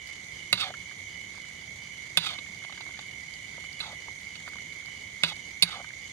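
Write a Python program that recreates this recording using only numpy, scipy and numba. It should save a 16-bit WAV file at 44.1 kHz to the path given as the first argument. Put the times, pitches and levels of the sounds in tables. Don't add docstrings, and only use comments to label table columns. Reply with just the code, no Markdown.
import sys
import numpy as np
from scipy import signal
from scipy.fft import rfft, irfft
from scipy.io import wavfile
from scipy.ndimage import uniform_filter1d
from numba import njit

SR = 44100
rng = np.random.default_rng(int(sys.argv[2]) if len(sys.argv) > 2 else 0)


def pcm_store(signal):
    levels = np.round(np.clip(np.atleast_2d(signal), -1, 1) * 32767)
    wavfile.write(sys.argv[1], SR, levels.astype(np.int16).T)


N = 270282
T = np.arange(N) / SR


def undb(db):
    return 10 ** (np.asarray(db) / 20)


def unit(x):
    return x / np.sqrt(np.mean(x ** 2) + 1e-20)


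def pan(db):
    return undb(np.array([[db], [-db]]) / 2)


def add(track, start_s, sound):
    rest = track[max(int(start_s * SR), 0):]
    rest[:len(sound)] += sound[:len(rest)]


def walk(rate):
    step = int(SR / rate)
    levels = np.repeat(rng.standard_normal(N // step + 1), step)
    return 1.2 * uniform_filter1d(levels, step)[:N]


def colour(x, points):
    hz, db = np.transpose(points)
    f = np.fft.rfftfreq(x.shape[-1], 1 / SR) + 1
    gain = undb(np.interp(np.log(f), np.log(hz), db))
    return irfft(rfft(x) * gain, x.shape[-1])


@njit
def svf(x, hz, width):
    y, b, l = np.empty(len(x)), 0., 0.
    for i in range(len(x)):
        g, k = np.tan(np.pi * hz[i] / SR), width / hz[i]
        v = (b + g * (x[i] - l)) / (1 + g * (g + k))
        b, l, y[i] = 2 * v - b, l + 2 * g * v, k * v
    return y


def band(x, hz, width):
    centre = np.clip(hz * np.ones(len(x)), 20, .45 * SR)
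    return svf(x, centre, float(width))


def echoes(x, t60):
    t = T[:SR // 2]
    tail = rng.standard_normal((2, len(t))) * undb(-60 * t / t60) * (t > .002)
    tail = tail / np.sqrt(np.sum(tail ** 2, axis=1, keepdims=True))
    return signal.fftconvolve(x[None], tail, axes=1)[:, :N]


def stove():
    # (frequency [Hz], relative level [dB])
    flame_spectrum = [(20, -42), (40, -19), (62, -2), (100, -1), (170, -3), (260, -9.5), (500, -16),
                      (1000, -19), (2500, -40)]
    # (frequency [Hz], relative level [dB])
    sizzle_spectrum = [(30, -4), (150, 5), (600, -1.5), (1400, -1.5), (1900, 9), (2550, 0.5), (3500, 6.5),
                       (4500, 5), (5300, 0.5), (7300, 2), (8100, -4.5), (9300, -4.5), (11500, -19),
                       (15500, -21)]
    rumble_db, sizzle_db = -55.5, -53
    rumble = unit(colour(rng.standard_normal(N), flame_spectrum))
    rumble = rumble * undb(rumble_db + 1.03 * walk(13))
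    sizzle = unit(colour(rng.standard_normal((2, N)), sizzle_spectrum))
    sizzle = sizzle * undb(sizzle_db + .5 * walk(4.68) + 2.34 * walk(250))
    return pan(-0.47) * rumble + pan(-6.0) * sizzle


def wings(hz, rate, glide, duty=0.91, unsteady=.01, flutter_db=2.0):
    strokes = np.cumsum(rate * (1 + unsteady * walk(14))) / SR
    stroke = (strokes + rng.random()) % 1
    pitch = hz * (1 + glide * (stroke - .5) + .008 * walk(110))
    pressure = np.sin(np.pi * np.minimum(stroke / min(duty, 1), 1)) * undb(flutter_db * walk(40))
    return unit(pressure * np.sin(2 * np.pi * np.cumsum(pitch) / SR))


def afar(song, pan_db, wet=1.0, t60=0.21):
    return pan(pan_db) * (song + wet * echoes(song, t60)) / np.hypot(1, wet)


def from_beat(rate, first_s):
    beats = np.cumsum(rate) / SR - first_s * rate[0]
    return abs((beats + .5) % 1 - .5) / rate


def singer():
    # (time [s], phrase rate [1/s])
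    phrase_tempo = [(0, 2.88), (2.5, 2.55), (3.4, 3.12), (4.6, 3.24), (5.3, 2.33), (6.1, 2.91)]
    first_middle_s, duty, ramp_s, level_db = 0.093, 0.67, 0.049, -53.5
    tempo = np.interp(T, *np.transpose(phrase_tempo))
    inside_s = duty / tempo / 2 - from_beat(tempo, first_middle_s)
    gate = np.clip(inside_s / ramp_s + .5, 0, 1)
    song = afar(wings(2972, 59.5, -0.07, duty=0.82, flutter_db=2), pan_db=-4, wet=1.0)
    return unit(song) * undb(level_db) * gate


def bush_cricket():
    first_s, rasps_per_s, unsteady = 0.12, 4.02, 0.054
    half_width_s, level_db = 0.056, -57.5
    rate = rasps_per_s * (1 + unsteady * walk(2.98))
    swell = np.exp(-(from_beat(rate, first_s) / half_width_s) ** 2)
    spectrum = [(3300, 4.5), (3900, -7.0), (4700, 13.0), (5050, 11.0), (5600, -31.5)]
    rasp = unit(colour(rng.standard_normal(N), spectrum))
    return afar(rasp * swell * undb(level_db + 2 * walk(200)), pan_db=-6.5)


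def crickets():
    # (mean pitch [Hz], wing-stroke rate [1/s],
    # glide within a stroke [share of pitch], level [dB], left minus right [dB])
    trill_table = [(2176, 112, -0.0028, -47, -40), (2071, 57, -0.048, -50, -38),
                   (2219, 63, 0.014, -51.5, -4), (2145, 110, -0.12, -49.5, -12),
                   (2188, 95, -0.075, -52.5, -24), (3040, 46, -0.177, -61, -9), (3374, 29, -0.17, -61.5, 3),
                   (6084, 60, 0.19, -61.5, -6), (6430, 69, 0.3, -59, 10), (6820, 51, 0.085, -62, 28),
                   (9020, 48, 0.11, -70.5, 4.5)]
    trills = 0
    for hz, rate, glide, db, pan_db in trill_table:
        trills = trills + undb(db) * unit(afar(wings(hz, rate, glide), pan_db))
    return trills + singer() + bush_cricket()


def faint_spits():
    per_s, mean_db, mean_ring_db, scatter_db = 1.5, -55, 12, 4
    rows = []
    for when, size, ring in rng.random((int(per_s * N / SR), 3)):
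        tick_db = mean_db + scatter_db * (2 * size - 1)
        ring_db = mean_ring_db + scatter_db * (2 * ring - 1)
        rows.append((when * N / SR, tick_db, ring_db))
    return rows


def spits(decay_s=0.0017, spit_db=2, bubble_hz=4700, bubble_db=-2):
    # (time [s], peak level [dB], bubble ring relative to that level [dB])
    loud_spits = [(0.073, -44, 9), (3.3378, -56.5, 24), (3.729, -54, 20.5), (4.2133, -47, -4),
                  (4.4882, -42, 2), (4.8599, -50, 14)]
    out, t = np.zeros(N), T[:SR // 50]
    for s, db, ring_db in loud_spits + faint_spits():
        burst = rng.standard_normal(len(t)) * np.exp(-t / decay_s)
        tick = band(burst, 11300, 9000)
        ring = band(burst, bubble_hz, 600)
        tick = undb(db + spit_db) * tick / abs(tick).max()
        ring = undb(db + ring_db + bubble_db) * ring / abs(ring).max()
        add(out, s, tick + ring)
    return out


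def steel(force, sag=0.96, body_db=0., treble_db=0., spot_hz=3700, spot_db=0., scatter=0.0063, sag_below_hz=3800):
    # (frequency [Hz], bandwidth before a floor of frequency / 45 [Hz], gain before tilt and favour [dB])
    modes = [(113, 11.7, -2), (270, 85, -9), (408, 46, -8.5), (617, 94, -5.5), (986, 50, -1.5),
             (1244, 117, -2.5), (1534, 133, 1), (2228, 118, 7), (2610, 41, -3), (2566, 44, 10),
             (2870, 140, 11), (3633, 150, 10), (4038, 42, 11), (4470, 57, 0), (4740, 400, -4),
             (4694, 220, 6), (6000, 270, -16), (7020, 100, -10.5), (7320, 230, -12), (9340, 120, -8.5),
             (9380, 470, -4.5), (10830, 70, -10.5), (13800, 200, -21), (14400, 330, -13)]
    out = 0
    for k, (hz, width, db) in enumerate(modes):
        lowered = sag ** (1 / (1 + (hz / sag_below_hz) ** 4))
        centre = hz * (1 + scatter * rng.standard_normal()) * lowered
        tilt_db = np.interp(hz, [1600, 2400, 4500, 9000], [body_db, 0, 0, treble_db])
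        favour_db = spot_db * np.exp(-((hz - spot_hz) / 300) ** 2)
        gain = (-1) ** k * undb(db + tilt_db + favour_db)
        out = out + gain * band(force, centre, max(width, hz / 45))
    return out


def drops():
    # (start [s], end [s], typical peak level before the pats' offset [dB])
    turns = [(1.331, 1.5, -43), (2.618, 3.03, -38), (3.56, 3.64, -41), (4.45, 4.6, -37.5),
             (4.82, 4.91, -42)]
    per_s, middle_hz, spread_octaves, scatter_db, steel_share_db = 30, 1320, .7, 4, -7
    rows = []
    for start, end, db in turns:
        slots = np.arange(start, end, 1 / per_s)
        for s, (late, size, pitch) in zip(slots, 2 * rng.random((len(slots), 3)) - 1):
            hz = middle_hz * 2 ** (spread_octaves * pitch)
            rows.append((s + late / per_s / 2, db + scatter_db * size, hz, steel_share_db))
    return rows


def pats(decay_s=0.0043, width_hz=800, pat_db=-2, steel_db=3, splash=0.23):
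    # (time [s], peak level [dB], centre frequency [Hz], steel relative to wet part [dB])
    clear_pats = [(0.705, -30, 810, -19), (0.739, -28, 1590, -18), (0.912, -34.5, 1410, -10),
                  (2.386, -25.5, 638, 7), (2.462, -31.5, 1940, -17), (2.648, -31.5, 909, -4),
                  (2.724, -29.5, 1250, 4), (2.807, -30, 1010, 0), (2.99, -29.5, 1020, -1.5),
                  (3.58, -35, 775, -12), (4.083, -31, 700, -25), (4.353, -29.5, 1860, 10),
                  (4.477, -29.5, 1390, -15), (5.802, -34, 683, -16), (5.844, -32, 1370, -24),
                  (5.905, -32.5, 1875, -16)]
    out, t = np.zeros(N), T[:SR // 16]
    for s, db, hz, steel_share_db in clear_pats + drops():
        force = (t == 0) + splash * rng.standard_normal(len(t)) * np.exp(-t / decay_s)
        wet = band(band(force, hz, width_hz), hz, 2 * width_hz)
        ring = steel(force, body_db=3, treble_db=-6)
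        share = undb(steel_share_db + steel_db)
        both = wet / abs(wet).max() + share * ring / abs(ring).max()
        add(out, s, undb(db + pat_db) * both / np.hypot(1, share))
    return out


def slides(sag_per_s=2.31, start_pitch=1.005, grain_db=3, judder_db=2, release_db=-19, dry_rub_db=-9, grit_db=-12):
    # (start [s], turning point of the slide [s], end [s], rasp at the start [dB],
    # rasp at the turning point [dB], rub through the food before its course with depth [dB])
    slide_table = [(0.547, 0.612, .715, -38.5, -33, -42), (2.19, 2.285, 2.368, -40.5, -33.5, -47),
                   (3.804, 3.813, 3.945, -32, -43, -45.5), (5.242, 5.307, 5.335, -34, -38, -44),
                   (5.642, 5.716, 5.825, -47, -42.5, -43)]
    out, judder = np.zeros(N), undb(judder_db * walk(130))
    for start, turning, end, first_db, turning_db, rub_db in slide_table:
        span = (T > start) & (T < end)
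        t = T[span]
        depth = np.interp(t, [start, turning, end], [-1, 0, 1])
        grain = undb(grain_db * np.minimum(rng.exponential(size=len(t)), 4))
        slips = rng.standard_normal(len(t)) * grain * judder[span]
        ring = steel(slips, sag=start_pitch * np.exp(-sag_per_s * (t - start)))
        bright = unit(colour(ring, [(1200, -4), (2300, -5.5), (3600, 3.0), (5000, 4), (9000, -21), (15000, -3)]))
        dull = unit(colour(ring, [(300, -14), (750, 15), (1500, 4.5), (2300, -33), (4000, -46)]))
        pocket_hz = np.interp(depth, [-0.72, 0.17, 0.43, 0.69], [1650, 1270, 845, 675])
        pocket = unit(band(band(slips, pocket_hz, 220), pocket_hz, 400))
        dull = unit(dull + 1.2 * pocket)
        grit = unit(colour(slips, [(1000, -1), (5000, 2.5), (6500, -3.5), (11000, -8), (15000, -21)]))
        grit = grit * undb(grit_db + np.interp(depth, [-1, -.15, .6], [-6, 4, -8]))
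        rasp_db = np.interp(depth, [-1, 0], [first_db, turning_db]) + release_db * np.maximum(depth, 0) ** 2
        food_db = rub_db + np.interp(depth, [-0.93, 0.025, 0.23, 1.0], [dry_rub_db / 2, dry_rub_db, 1, -10])
        sound = (bright + grit) * undb(rasp_db) + dull * undb(food_db)
        out[span] += sound * signal.windows.tukey(len(t), .1)
    return out


def knocks(grit=0.12, grit_s=0.0042, edge_db=-3, boom_rise_s=0.0096, crack_db=2, crack_s=0.00082):
    # (time [s], level [dB], second edge after [s], rebound after [s], rebound level [dB],
    # body tilt [dB], treble tilt [dB], bowl boom level [dB], boom frequency [Hz], ring favoured by the spot [Hz])
    knock_table = [(0.5275, -20, 0.0015, 0.0088, -18, 7, 5, -45.5, 183, 4370),
                   (2.1722, -19, 0.0023, 0.0079, -14, 0.5, 6, -44, 164.5, 3790),
                   (3.802, -35.5, 0.0035, .009, -8, 7, -1, -60, 163, 4200),
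                   (5.2345, -21, 0.0017, 0.0092, -13, 1.5, -2.5, -42.5, 167, 2540),
                   (5.6234, -17, .0017, 0.0069, -4.5, -6, 6.5, -42, 173.6, 4360)]
    bowl_t60_s = 0.17
    out, t = np.zeros(N), T[:SR // 4]
    for s, db, edge_s, rebound_s, rebound_db, body_db, treble_db, boom_db, boom_hz, spot_hz in knock_table:
        touches = [(0, 0), (edge_s, edge_db), (rebound_s, rebound_db), (rebound_s + edge_s, rebound_db + edge_db)]
        force = np.zeros(len(t))
        for after_s, push_db in touches:
            chatter = grit * rng.standard_normal(len(t)) * np.exp(-t / grit_s)
            add(force, after_s, undb(push_db) * ((t == 0) + chatter))
        clack = steel(force, body_db=body_db, treble_db=treble_db, spot_hz=spot_hz, spot_db=10.0)
        snap = rng.standard_normal(len(t)) * np.exp(-t / crack_s)
        crack = band(band(snap, 9900, 1800), 9900, 1800) - band(snap, 14000, 2000)
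        crack = undb(crack_db + treble_db) * crack
        boom = np.sin(2 * np.pi * boom_hz * t) * (1 - np.exp(-t / boom_rise_s))
        boom = boom * np.exp(-np.log(1000) * t / bowl_t60_s)
        clack = undb(db) * (clack / clack[:SR // 50].std() + crack)
        add(out, s, clack + undb(boom_db) * boom / boom[:SR // 25].std())
    return out


def scene():
    # (frequency [Hz], left minus right [dB])
    shade = [(60, -3), (380, -0.5), (700, -1), (1300, -6.5), (2400, -5.5), (4400, -13.5), (9000, -12.5),
             (15000, -7)]
    right_lag_s = .00012
    wok = knocks() + slides() + pats() + spits()
    near = np.array([wok, np.interp(T - right_lag_s, T, wok)])
    bowl = undb(-13.5) * echoes(wok, t60=0.04)
    yard = undb(-21.5) * echoes(wok, t60=0.14)
    sides = []
    for x, side in zip(near + bowl + yard, (1, -1)):
        sides.append(colour(x, [(hz, side * db / 2) for hz, db in shade]))
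    return np.array(sides) + crickets() + stove()


def record(dry):
    low_pass = signal.ellip(8, .2, 70, 15700, fs=SR, output="sos")
    return signal.sosfilt(low_pass, np.tanh(dry))


dry = scene()
out = record(dry)
pcm_store(out)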